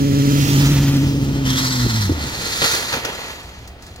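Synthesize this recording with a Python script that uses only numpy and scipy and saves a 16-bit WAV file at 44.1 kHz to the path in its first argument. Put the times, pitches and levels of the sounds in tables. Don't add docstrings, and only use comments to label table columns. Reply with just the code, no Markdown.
import sys
import numpy as np
from scipy import signal
from scipy.fft import rfft, irfft
from scipy.io import wavfile
from scipy.ndimage import map_coordinates

SR = 44100
rng = np.random.default_rng(int(sys.argv[2]) if len(sys.argv) > 2 else 0)


def master(y):
    cut = np.clip(np.atleast_2d(y).T, -1, 1)
    pcm = np.round(cut * 32767)
    wavfile.write(sys.argv[1], SR, pcm.astype(np.int16))


N = 176400
T = np.arange(N) / SR

# (time [s], thud [dB], crack [dB], decay [s])
LANDINGS = [(2.457,-24.5,-31,.012),(2.618,-14,-23,0.015),(2.642,-43,-12,.008),(2.736,-18,-23,0.0062),(2.747,-28,-25,0.0059),(2.926,-32,-20,0.019),(2.937,-20.5,-31,0.011),(2.966,-25.5,-41,0.018),(3.049,-22.5,-20,0.012)]


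def engine():
    # (time [s], firing rate [Hz], order 1 [dB], order 2 [dB])
    firing = [(0.0, 139.3, -19, -19), (0.31, 140.8, -17.5, -17.5), (0.41, 141, -17.5, -22),
              (0.59, 139.3, -15, -21), (0.69, 142.6, -14.5, -19.5), (0.79, 140.2, -15, -22),
              (1.0, 138.6, -17.5, -19), (1.13, 138.7, -22, -23), (1.41, 137, -23, -26),
              (1.42, 134.1, -21, -21.5), (1.73, 127.8, -26, -27), (1.84, 120.6, -15.5, -23),
              (1.88, 116.1, -23, -26.5), (1.99, 108.3, -18, -27.5), (2.08, 95, -20, -30),
              (2.13, 85.5, -21.5, -74), (2.19, 74.3, -28.5, -38), (2.3, 61, -29, -33)]
    # (time [s], order 3 [dB], order 4 [dB])
    rasp = [(0,-30.5,-34.5),(.3,-30,-36),(.5,-46,-49),(.85,-54,-43),(1.15,-38,-47),(1.7,-51,-46),(2.1,-55,-62)]
    # (time [s], level [dB])
    burble = [(0,-22),(.3,-26.5),(.47,-18.5),(.68,-20.5),(.9,-22),(1.15,-21),(1.6,-25.5),(1.78,-30.5),(1.87,-25),(1.97,-32.5),(2.25,-31),(2.34,-33),(2.41,-36),(2.47,-37),(2.7,-40),(3.1,-60)]
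    # (frequency [Hz], gain [dB])
    burble_tone = [(20,-28),(38,-24),(55,0.5),(80,-4),(110,-1.5),(160,-4.5),(210,-7),(300,-7),(400,-16.5),(560,-21.5),(800,-39.5),(2000,-85)]
    order_shift_rad, stall_s, fade_s = 0.66, 2.24, 0.092
    phase = 2 * np.pi * np.cumsum(curve(firing)) / SR + 0.22 * drift(23)
    orders_db = [curve(firing, 2), curve(firing, 3), curve(rasp), curve(rasp, 2)]
    tone = sum(-np.sqrt(2) * amp(db) * np.cos(k * phase + order_shift_rad * (k - 1))
               for k, db in enumerate(orders_db, 1))
    tone *= 1 + 0.096 * drift(68)
    tone *= np.exp(-np.maximum(T - stall_s, 0) / fade_s)
    puffs = ears(rng.standard_normal((3, N))) * (1 + 0.35 * np.cos(phase))
    return tone + amp(curve(burble)) * unit(colour(puffs, burble_tone)) + rolling(phase)


def rolling(firing_phase):
    # (time [s], level [dB], tilt [dB/octave])
    roll = [(0,-32.5,0),(.25,-28.5,0),(.45,-25,1.1),(.65,-24,0),(.82,-26.5,0),(1,-29.5,-0.8),(1.2,-35,-0.3),(1.4,-34,-2.5),(2.1,-35.5,-3),(2.6,-63,-9)]
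    # (frequency [Hz], gain [dB])
    roll_tone = [(100,7),(500,-3.5),(800,1.5),(1200,0.5),(2000,-0.5),(3100,1),(4200,-1.5),(5600,-1.5),(7000,-4.5),(7900,-12),(11000,-14.5),(15500,-13)]
    hiss = noise(roll_tone) * (1 + 0.1 * np.cos(firing_phase)) * amp(1.05 * drift(27))
    hz, t, spectra = signal.stft(hiss, SR, nperseg=512)
    octaves = np.log2(np.maximum(hz, 500) / 3500)[:, None]
    tilt_db = np.interp(t, T, curve(roll, 2)) * octaves
    return amp(curve(roll)) * signal.istft(spectra * amp(tilt_db), SR, nperseg=512)[1][:, :N]


def skid():
    # (time [s], level [dB], squeal pitch [Hz])
    slip = [(1.435,-49,3352),(1.455,-25,3213),(1.51,-23,3346),(1.55,-27.5,3370),(1.585,-21.5,3870),(1.65,-24,4550),(1.75,-25,4300),(1.81,-24,4236),(1.86,-27.5,4247),(1.9,-25.5,4114),(1.95,-27.5,4230),(2.02,-23,4300),(2.1,-33,4100),(2.17,-36,4190),(2.3,-61,4200)]
    # (frequency [Hz], gain [dB])
    tear_tone = [(200,-24),(500,-17),(800,-3.5),(1020,5.5),(1200,1),(1400,4),(2000,5.5),(2700,-7),(3400,0.5),(4600,0.5),(5700,3),(7000,-2.5),(8200,-12),(10800,-11),(13000,-13),(15500,-16)]
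    # (ratio to pitch, width [Hz], level [dB])
    modes = [(0.98,230,-6),(1.12,320,-13.5),(0.86,270,-14),(1.69,99,-18)]
    pitch_hz = curve(slip, 2)
    wander, chatter_db = 0.039, 1.93
    squeal = sum(amp(db) * unit(resonate(grit(), ratio * pitch_hz * (1 + wander * drift(28)), width_hz))
                 for ratio, width_hz, db in modes)
    tear = amp(-2) * unit(colour(grit(), tear_tone))
    slipping = (T > slip[0][0]) * (T < slip[-1][0])
    return amp(curve(slip) + chatter_db * drift(25)) * (tear + squeal) * slipping


def slide():
    # (time [s], grind [dB], scrape [dB])
    friction = [(2.1,-39,-60),(2.22,-33.5,-31.5),(2.34,-32.5,-31.5),(2.47,-31,-26),(2.6,-31,-24.5),(2.635,-23,-20),(2.72,-27,-19),(2.8,-26.5,-26),(2.9,-31,-30),(2.945,-25.5,-27.5),(3.03,-31.5,-40),(3.09,-25.5,-37),(3.14,-32,-36.5),(3.27,-32,-36.5),(3.45,-42,-47),(3.62,-44,-49),(3.76,-49.5,-63),(3.85,-48,-49),(4,-47.5,-53)]
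    # (frequency [Hz], gain [dB])
    grind_tone = [(40,-20),(120,-2),(330,-2),(470,2.5),(700,-0.5),(1000,0.5),(1400,-4),(1800,-1.5),(2300,-3),(3000,-4),(5000,-17),(9000,-45)]
    # (frequency [Hz], gain [dB])
    scrape_tone = [(700,-24),(1100,-12),(1400,-0.5),(1800,0),(2300,-1.5),(2800,-8.5),(3500,-1.5),(4350,1.5),(5200,-6),(6900,-2.5),(8000,-14),(10000,-14.5),(12000,-14.5),(15500,-22.5)]
    # (frequency [Hz], width [Hz], level [dB])
    modes = [(445,40,-3),(1384,35,-1),(1590,35,-2),(1789,70,-4),(2312,20,-1),(3556,70,-2),(3742,30,0),(3988,20,3),(4320,30,3),(4480,90,0),(4780,80,-1),(5420,35,-1),(5860,45,-3)]
    judder = amp(drift(34))
    onset = np.clip((T - friction[0][0]) / 0.05, 0, 1)
    grind = amp(curve(friction)) * unit(colour(grit(), grind_tone))
    catches = grit()
    ring = unit(sum(amp(db) * resonate(catches, hz, width_hz) for hz, width_hz, db in modes))
    scrape = amp(curve(friction, 2)) * (unit(colour(grit(), scrape_tone)) + amp(-4.5) * ring)
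    return onset * judder * (grind + scrape)


def knocks():
    thud_tone = [(40,-10),(130,-8),(250,6),(340,11),(490,2),(750,-12),(1500,4),(3000,-1),(8000,-38)]
    crack_tone = [(300,-21),(1400,8.5),(2800,1),(4400,2.5),(6600,-1),(8200,-15),(13000,-12),(15500,-22)]
    snap_tone = [(400,-11),(1500,4.5),(3000,-3),(4400,4.5),(6600,-0.5),(8200,-4),(13000,-12.5),(15500,-8)]
    # (time [s], level [dB], decay [s])
    snaps = [(2.561,-26,.004),(2.733,-17,0.0034),(2.748,-19,0.005),(3.0501,-17,0.0031),(3.28,-33,.007),(3.43,-40,0.009),(3.675,-34.5,0.01),(3.822,-39,0.017),(3.865,-41,.012),(3.96,-34,.005)]
    thuds = blows(thud_tone, [(s, db, decay_s) for s, db, _, decay_s in LANDINGS])
    cracks = blows(crack_tone, [(s, db, decay_s) for s, _, db, decay_s in LANDINGS])
    return 0.83 * thuds + cracks + blows(snap_tone, snaps)


def tank_boom():
    # (frequency [Hz], level [dB])
    modes = [(145,-7),(245,-9.5),(470,-4),(545,-8.5)]
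    boom = np.zeros(N)
    for start_s, thud_db, _, decay_s in LANDINGS:
        ring = sum(amp(db) * np.sin(2 * np.pi * hz * (T - start_s)) for hz, db in modes)
        boom += amp(thud_db) * strike(start_s, decay_s) * ring
    return boom


def jolts():
    # (time [s], level [dB], pitch [Hz])
    snatches = [(1.848,-19,285.3),(1.863,-17,334.7),(2.095,-5.5,295),(2.109,-9.5,109.1),(2.119,-14.5,336),(2.175,-16.5,274),(2.239,-20.5,238)]
    clunks = sum(amp(db) * strike(s, decay_s=0.0087) * np.sin(2 * np.pi * hz * (T - s))
                 for s, db, hz in snatches)
    return clunks * (1 + 0.33 * drift(199.7))


def pass_by(x):
    # (time [s], left ear lag [ms], treble left minus right [dB])
    bearing = [(0,.45,-5.3),(.25,.43,-5.3),(.45,.36,-6.2),(.65,.18,-4.1),(.85,-.04,-1.8),(1.05,-.18,-1.4),(1.3,-.23,-1.2),(1.65,-.245,-.8),(2.45,-.21,-1.3),(2.75,-.2,-2.3),(3.15,-.165,-1)]
    shadow_hz, bass_share = 970, 0.19
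    lag_ms, side_db = curve(bearing), curve(bearing, 2)
    heard = np.array([delay(x[0], lag_ms / 2), delay(x[1], -lag_ms / 2)])
    bass = signal.sosfiltfilt(signal.butter(2, shadow_hz, fs=SR, output="sos"), heard)
    ear_db = np.array([side_db, -side_db]) / 2
    return bass * amp(bass_share * ear_db) + (heard - bass) * amp(ear_db)


def near_reflections(x):
    # (frequency [Hz], gain [dB])
    tone = [(60,-30),(400,-24),(1200,-9),(12000,-7)]
    taps = echo_taps(rng.standard_normal(N), tone, gap_s=0.001, decay_s=0.006)
    return signal.fftconvolve(x, taps[None, :SR // 10], axes=1)[:, :N]


def building_echo(x):
    # (frequency [Hz], gain [dB])
    tone = [(60,-29.5),(600,-15.5),(5000,-14),(12000,-6)]
    taps = echo_taps(rng.standard_normal((2, N)), tone, gap_s=0.012, decay_s=0.078)
    return signal.fftconvolve(x, taps[:, :SR], axes=1)[:, :N]


def background():
    # (frequency [Hz], level [dB])
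    partials = [(60.2,-47),(75.3,-49),(51,-51),(110,-58)]
    # (frequency [Hz], gain [dB])
    air_tone = [(20,-26),(60,-1),(120,-4.5),(200,-10.5),(310,-14.5),(420,-14),(560,-21.5),(690,-12.5),(900,-26),(2000,-31.5),(5000,-33.5),(8000,-59),(15000,-60)]
    hum = sum(np.sqrt(2) * amp(db) * np.sin(2 * np.pi * hz * T + 0.3 * drift(1.6)) for hz, db in partials)
    return hum + amp(-42.5) * noise(air_tone)


def grit(clicks_per_s=5000, spread_db=2):
    size = amp(spread_db * np.minimum(rng.exponential(1, (3, N)), 4))
    return ears(size * rng.standard_normal((3, N)) * (rng.random((3, N)) < clicks_per_s / SR))


def ears(draws):
    # (frequency [Hz], level against direct [dB])
    scatter = [(60,-13),(250,-14),(600,-6),(1500,-3.5),(5000,-2),(12000,2)]
    return unit(draws[0] + colour(draws[1:], scatter))


def blows(tone, rows):
    return noise(tone) * sum(amp(db) * strike(s, decay_s) for s, db, decay_s in rows)


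def strike(start_s, decay_s, rise_s=0.00053):
    t = np.maximum(T - start_s, 0)
    return np.minimum(t / rise_s, 1) * np.exp(-t / decay_s)


def echo_taps(white, tone, gap_s, decay_s):
    decay = np.exp(-T / decay_s) * (T > gap_s)
    return colour(white, tone) * decay / np.linalg.norm(decay)


def resonate(x, hz, width_hz):
    carrier = np.exp(2j * np.pi * np.cumsum(hz * np.ones(N)) / SR)
    pole = np.exp(-np.pi * width_hz / SR)
    return 2 * (carrier * signal.lfilter([1 - pole], [1, -pole], x / carrier + 1e-18)).real


def noise(tone):
    return unit(colour(ears(rng.standard_normal((3, N))), tone))


def drift(cutoff_hz):
    rolloff = 1 + (np.fft.rfftfreq(N, 1 / SR) / cutoff_hz) ** 4
    return unit(irfft(rfft(rng.standard_normal(N)) / rolloff, N))


def colour(x, tone):
    hz, db = np.transpose(tone)
    gain_db = np.interp(np.log(np.fft.rfftfreq(N, 1 / SR) + 1), np.log(hz), db)
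    return irfft(rfft(x) * amp(gain_db), N)


def delay(x, ms):
    return map_coordinates(x, [np.arange(N) - ms * SR / 1000], order=3)


def curve(table, column=1):
    rows = np.array(table, float)
    return np.interp(T, rows[:, 0], rows[:, column])


def amp(db):
    return 10 ** (np.asarray(db) / 20)


def unit(x):
    return x / np.sqrt(np.mean(x ** 2) + 1e-20)


def scene():
    bike = engine() + skid() + slide() + knocks() + tank_boom() + jolts()
    bike += near_reflections(bike)
    return pass_by(bike) + building_echo(bike) + background()


def record(dry):
    ceiling, edge_hz = 0.85, 15850
    rounded = dry / (1 + (dry / ceiling) ** 6) ** (1 / 6)
    lowpass = signal.firwin(511, edge_hz, window=("kaiser", 9), fs=SR)
    return signal.oaconvolve(rounded, lowpass[None], "same")


dry = scene()
out = record(dry)
master(out)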